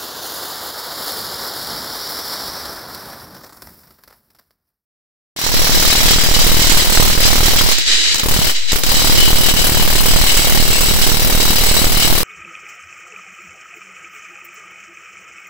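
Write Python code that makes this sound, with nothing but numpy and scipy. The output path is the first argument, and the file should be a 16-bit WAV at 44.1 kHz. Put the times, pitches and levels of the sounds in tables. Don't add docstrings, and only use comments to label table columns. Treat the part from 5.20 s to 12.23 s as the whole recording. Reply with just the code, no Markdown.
import sys
import numpy as np
from scipy import signal
from scipy.fft import rfft, irfft
from scipy.io import wavfile
from scipy.ndimage import uniform_filter1d

SR = 44100
rng = np.random.default_rng(int(sys.argv[2]) if len(sys.argv) > 2 else 0)


def transcribe(u):
    v = np.clip(np.atleast_2d(u).T, -1, 1)
    q = np.round(v * 32767).astype(np.int16)
    wavfile.write(sys.argv[1], SR, q)


N = 310154
TIME = np.arange(N) / SR
FREQ = np.fft.rfftfreq(N, 1 / SR) + 1e-3

# (start [s], soft start [dB], base ring [dB], base treble splatter [dB],
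# base low crackle [dB], ring left minus right [dB])
RUNS = [(0.155, 12.5, -12.5, -15, -26.5, -0.5), (3.02, 0.5, -16.5, -16, -28, 0.5),
        (3.515, 1, -14.5, -14, -26.5, -2), (3.635, 3, -15, -14, -28.6, 1)]
STOPS_S = (2.52, 3.31, 3.59)
# (frequency [Hz], left minus right [dB])
PORTS = [(100, -3.5), (600, -2.5), (2000, -1), (4600, -0.5), (5600, -8.5), (7000, -7.5), (8000, 0),
         (9000, 5), (12000, 0.5), (15500, 0)]
# (frequency [Hz], relative level [dB])
SPLATTER = [(500, 1.5), (2000, -7.5), (5000, -4.5), (7500, -9), (9000, -6), (11500, -5.5), (13000, -4),
            (14500, -1), (15700, -1)]


def undb(db):
    return 10 ** (np.asarray(db) / 20)


def curves(table):
    s, *columns = np.transpose(table)
    return [np.interp(TIME, s, column) for column in columns]


def unit(x):
    return x / np.sqrt(np.mean(x ** 2))


def pan(db):
    return undb(np.array([[1], [-1]]) * db / 2)


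def shape(points):
    hz, db = np.transpose(points)
    return np.interp(np.log(FREQ), np.log(hz), db)


def resonance(hz, width_hz):
    return 1 / (1 + 1j * (FREQ ** 2 - hz ** 2) / (FREQ * width_hz))


def radiation():
    return 1 / (1 + (1500 / FREQ) ** 4)


def filtered(x, response):
    return irfft(rfft(x) * response, N)


def lag(x, seconds):
    pole = np.exp(-1 / (SR * seconds))
    return signal.lfilter([1 - pole], [1, -pole], x)


def noise():
    return rng.standard_normal((2, N))


def walk(rate_hz):
    hold = int(SR / rate_hz)
    held = np.repeat(rng.standard_normal(N // hold + 1), hold)
    return 1.46 * uniform_filter1d(uniform_filter1d(held, hold), hold)[:N]


def swell(s, half_s):
    return np.exp(-((TIME - s) / half_s) ** 2)


def bursts(at, scatter_db, attack_s, decay_s):
    left, right, common = rng.standard_normal((len(at), 3)).T
    kicks = np.zeros((2, N))
    kicks[:, at] = undb(scatter_db * (np.array([left, right]) + common) / np.sqrt(2))
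    return unit(lag(lag(kicks, attack_s), decay_s))


def hammering():
    started = sum(1. * (TIME >= run[0]) for run in RUNS)
    stopped = sum(1. * (TIME >= s) for s in STOPS_S)
    return started - stopped


def blow_samples(bite, jitter_s):
    # (time [s], rate [blows/s])
    speed = [(0.16, 39.28), (0.8, 38.65), (1.4, 39.47), (2.2, 39.33), (2.4, 38.77), (3.6, 37.9),
             (3.8, 38.62), (4.8, 38.43), (5.0, 38.79), (5.8, 38.62), (6.2, 38.84), (6.4, 38.08),
             (6.6, 38.93), (7.0, 38.61)]
    first_blow_s = 0.1626
    turns = np.cumsum(curves(speed)[0]) / SR
    turns -= np.interp(first_blow_s, TIME, turns)
    blow_s = np.interp(np.arange(int(turns[-1]) + 1), turns, TIME)
    blow_s = blow_s + jitter_s * rng.standard_normal(len(blow_s))
    at = np.clip((blow_s * SR).astype(int), 0, N - 1)
    return at[bite[at] > .5]


def effort():
    # (time [s], half-length [s], ring depth [dB])
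    slips = [(0.308, 0.036, 7.5), (0.975, .025, 4), (1.083, 0.031, 2), (1.67, .04, 5), (1.97, 0.039, 8),
             (3.076, 0.019, 8), (3.601, 0.023, 16), (4.333, 0.026, 6), (4.837, 0.024, 7),
             (6.715, 0.065, 3.5), (7.03, 0.045, 4.5)]
    # (time [s], half-length [s], ring change [dB], low crackle change [dB])
    pushes = [(0.53, 0.03, -1.5, 1), (0.907, 0.046, 0, 0.5), (1.3, 0.28, 1, -0.4), (1.786, 0.083, -1, 3),
              (2.06, 0.055, 3, -0.6), (3.762, 0.2, 0.8, .3), (3.965, 0.079, 1, 1), (4.568, 0.2, -0.34, 3),
              (4.954, 0.068, 2.5, 6)]
    build_s = 0.091
    fade_db_per_s, wobble_db = 0.48, 0.63
    slip_share = 0.21
    give_db, give_s = 4, 0.033
    turning_from_s, turning_period_s, turning_dip_db, turning_dip_s = 4.345, .158, 2, 0.03
    jolt_full_db, jolt_give_db = -11, 17
    jolt_slope, jolt_push = 2.2, 0.66

    runs = np.array(RUNS)
    current = np.maximum(np.searchsorted(runs[:, 0], TIME, side="right") - 1, 0)
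    start, soft, ring, splatter, crackle, side_db = runs[current].T
    age = np.maximum(TIME - start, 0)
    weak = soft * np.exp(-age / build_s)
    slip = sum(db * swell(s, half_s) for s, half_s, db in slips)
    turning = np.arange(turning_from_s, TIME[-1], turning_period_s)
    slip = slip + turning_dip_db * sum(swell(s, turning_dip_s) for s in turning)
    push_ring, push_low = sum(np.outer(dbs, swell(s, half_s)) for s, half_s, *dbs in pushes)
    give = sum(swell(s, give_s) for s in STOPS_S)

    ring_db = ring - weak - fade_db_per_s * age - slip + push_ring + wobble_db * walk(rate_hz=13)
    eased = weak + slip_share * slip
    crackle_db = crackle - eased + push_low - give_db * give
    jolt_db = jolt_full_db - jolt_slope * weak + jolt_push * push_low - jolt_give_db * give
    return ring_db, side_db, splatter - eased, crackle_db, jolt_db


def clang(at):
    # (time [s], grip [0 first, 1 second, 2 third])
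    seating = [(0.15, 0.038), (0.9, 0.43), (1.3, 0.6), (1.8, 0.74), (2.6, 0.33), (3.5, 0.83), (3.9, 0.72),
               (4.4, 1.4), (4.9, 1.26), (5.7, 1.73), (7.03, 1.52)]
    # (frequency [Hz], width [Hz], relative level in first, second
    # and third grip [dB, dB, dB], left minus right [dB])
    steel_modes = [(2173, 120, -5.5, 0.5, 6.5, 2), (2730, 55, -18, -2, 10, 2.5),
                   (2923, 99, -16, -0.5, 6.5, -2), (2987, 46, -5, 13.5, 1.5, 7.5),
                   (3277, 44, -0.5, 6.5, 3.5, -6.5), (3840, 27, 1, -7, 4, 16),
                   (3890, 41, 5.5, 9.5, 12, 5.5), (4104, 45, 1, -12, 1, 2), (4194, 54, 4, 7.5, 6, 0),
                   (4300, 79, -4, -6, 0, -2), (4590, 48, -2, -3, -8, 8), (4870, 120, -2, -15, 7, 2),
                   (4953, 33, 7, 9.5, 6.5, 9), (5650, 52, 9.5, 2, 10.5, -2), (5580, 24, 8.5, -8.5, 0, -14),
                   (7930, 176, -10.5, 5.5, 7.5, -5.5)]
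    # (frequency [Hz], relative level [dB])
    dense_colour = [(300, -21), (800, -8.5), (1300, -8.5), (1900, -1), (2600, -2.5), (4200, 1.5),
                    (5700, -2.5), (6300, -4), (7700, -1), (8600, -14), (11000, -10), (15500, -74)]
    seat = curves(seating)[0]
    force = bursts(at, scatter_db=3.1, attack_s=0.0056, decay_s=0.027)
    dense = filtered(force * noise(), undb(shape(dense_colour)) * pan(shape(PORTS)))
    ring = 0
    for hz, width_hz, *grip_db, side_db in steel_modes:
        wobble_db = 1.9 * walk(rate_hz=11)
        mode = filtered(force * noise(), resonance(hz, width_hz) * radiation())
        level_db = np.interp(seat, np.arange(len(grip_db)), grip_db) + wobble_db
        ring = ring + mode * undb(level_db) * pan(side_db)
    return unit(undb(-1.2) * dense + ring)


def overload(at, splatter_db, crackle_db, loose):
    # (frequency [Hz], relative level [dB])
    crackle_colour = [(60, -3), (200, 3.5), (500, 0.5), (1000, 1), (2000, -1.5), (4000, -9), (9000, -33.5)]
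    # (width [Hz], level over the splatter [dB], left minus right [dB])
    harmonic_table = [(70, -7, 8), (100, -8, 8)]
    socket_hz = 4962
    fizz_db = -41.5
    ports = pan(shape(PORTS))
    grit = undb(2.0 * unit(lag(noise(), 0.0014)))
    spray = bursts(at, scatter_db=2.13, attack_s=.0004, decay_s=0.02)
    fizz = unit(grit) * (spray * undb(splatter_db) + loose * undb(fizz_db))
    harmonics = 0
    for multiple, (width_hz, db, side_db) in enumerate(harmonic_table, start=2):
        harmonics = harmonics + undb(db) * resonance(multiple * socket_hz, width_hz) * pan(side_db)
    splatter = filtered(fizz * noise(), undb(shape(SPLATTER)) * ports)
    splatter = splatter + filtered(fizz * noise(), harmonics)
    splatter = unit(splatter) * np.sqrt(np.mean(fizz ** 2))

    crack = bursts(at, scatter_db=3.0, attack_s=0.000096, decay_s=0.0032)
    crackle = filtered((crack + 0.94 * spray * grit) * noise(), undb(shape(crackle_colour)) * ports)
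    punch = -bursts(at, scatter_db=2.0, attack_s=.0001, decay_s=0.00032)
    low = undb(3.5) * unit(crackle) + undb(-4.5) * punch
    return splatter * pan(1.5) + low * undb(crackle_db)


def jolts(at, size_db, dip_s, dip_size, swing, settle_s):
    threshold_db = -24
    out = np.zeros((2, N))
    size = undb(size_db)
    at = at[size_db[at] > threshold_db]
    index = np.maximum(np.searchsorted(at, np.arange(N), side="right") - 1, 0)
    age = TIME - at[index] / SR
    for side in range(2):
        dip, interim, rest, early, late = rng.standard_normal((len(at), 5)).T
        rest = unit(np.tanh(signal.lfilter([1], [1, np.clip(swing, 0, .9)], rest)))
        dip_end = dip_s * np.exp(.5 * early)
        settled = dip_end + settle_s * np.exp(.7 * late)
        stages = [(0.44 * dip - dip_size)[index], (0.5 * rest + 0.4 * interim)[index]]
        offset = np.select([age < dip_end[index], age < settled[index]], stages, rest[index])
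        out[side] = offset * size[at][index] * (age >= 0)
    coupling = 1j * FREQ / (1j * FREQ + 0.97)
    return filtered(lag(out, 0.00021), coupling) * pan(-2.3)


def drift():
    begun = np.clip((TIME - .27) / .1, 0, 1)
    return begun * undb(-19) * np.array([walk(rate_hz=17), walk(rate_hz=14)])


def hard_knocks(decay_s, tail_db, tail_s):
    # (time [s], envelope peak before colour [dB])
    knocks = [(2.583, -12), (2.944, -12), (2.957, -16), (2.983, -17), (2.996, -13), (3.085, -15.5),
              (3.519, -11.5), (3.531, -16), (3.635, -11.5)]
    crack, tail = np.zeros(N), np.zeros(N)
    for s, db in knocks:
        age = np.maximum(TIME - s, 0)
        crack += (TIME >= s) * undb(db) * np.exp(-age / decay_s)
        tail += (TIME >= s) * undb(db + tail_db) * np.exp(-age / tail_s)
    colour = undb(shape([(200, 2), (1000, 4), (4000, 7.5), (7800, 9.5), (9500, -4), (15500, -3)]))
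    return filtered(crack * noise(), colour) + filtered(tail * noise(), undb(shape(SPLATTER)))


def rattle():
    # (frequency [Hz], relative level [dB])
    chatter_colour = [(130, -20.5), (350, -9.5), (750, -18), (1200, -14), (1900, -1.5), (2600, -2.5),
                      (4300, 1.5), (5300, -1.5), (6100, -5), (7200, -4.5), (8100, -7), (8700, -16.5),
                      (12000, -29), (15500, -42)]
    # (frequency [Hz], width [Hz], relative level [dB])
    chatter_modes = [(2980, 67, 6.2), (3290, 28, 3), (3890, 90, 8.9), (4850, 29, 4.6)]
    count = 1400
    knocks = np.linspace(0, N - 1, count) + SR * .002 * rng.standard_normal(count)
    at = np.clip(knocks, 0, N - 1).astype(int)
    force = bursts(at, scatter_db=0.5, attack_s=.0003, decay_s=0.034)
    ringing = sum(undb(db) * resonance(hz, width_hz) for hz, width_hz, db in chatter_modes) * radiation()
    dense = filtered(force * noise(), undb(shape(chatter_colour)))
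    return unit(dense + filtered(force * noise(), ringing))


def chatter_level(loose):
    # (start [s], length [s], level before smoothing [dB])
    surge_table = [(2.53, 0.081, -19.5), (2.61, .07, -26), (2.659, .1, -12), (2.767, 0.16, -15),
                   (2.956, .065, -25), (3.342, 0.022, -16), (3.475, 0.039, -18)]
    idle_db, surge_s = -24.5, 0.022
    surges = sum(undb(db) * ((TIME >= s) & (TIME < s + length_s)) for s, length_s, db in surge_table)
    return lag(loose * undb(idle_db) + surges, surge_s)


def scene():
    bite = hammering()
    loose = (1 - bite) * (TIME > STOPS_S[0])
    at = blow_samples(bite, jitter_s=.0001)
    ring_db, side_db, splatter_db, crackle_db, jolt_db = effort()
    steel = clang(at) * undb(ring_db) * pan(side_db)
    distortion = overload(at, splatter_db, crackle_db, loose)
    offset = jolts(at, jolt_db, dip_s=0.00201, dip_size=0.48, swing=0.46, settle_s=.007) + drift()
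    cracks = hard_knocks(decay_s=0.006, tail_db=-5.5, tail_s=0.022)
    chatter = rattle() * chatter_level(loose) * pan(0.5)
    running = np.clip((TIME - .157) / .006, 0, 1)
    return running * (steel + distortion + offset + cracks + chatter)


def record(dry):
    top_hz = 15760
    rounded = .92 * dry / (1 + np.abs(dry) ** 6) ** (1 / 6)
    low_pass = signal.ellip(14, .2, 80, top_hz, fs=SR, output="sos")
    return signal.sosfilt(low_pass, rounded)


dry = scene()
out = record(dry)
transcribe(out)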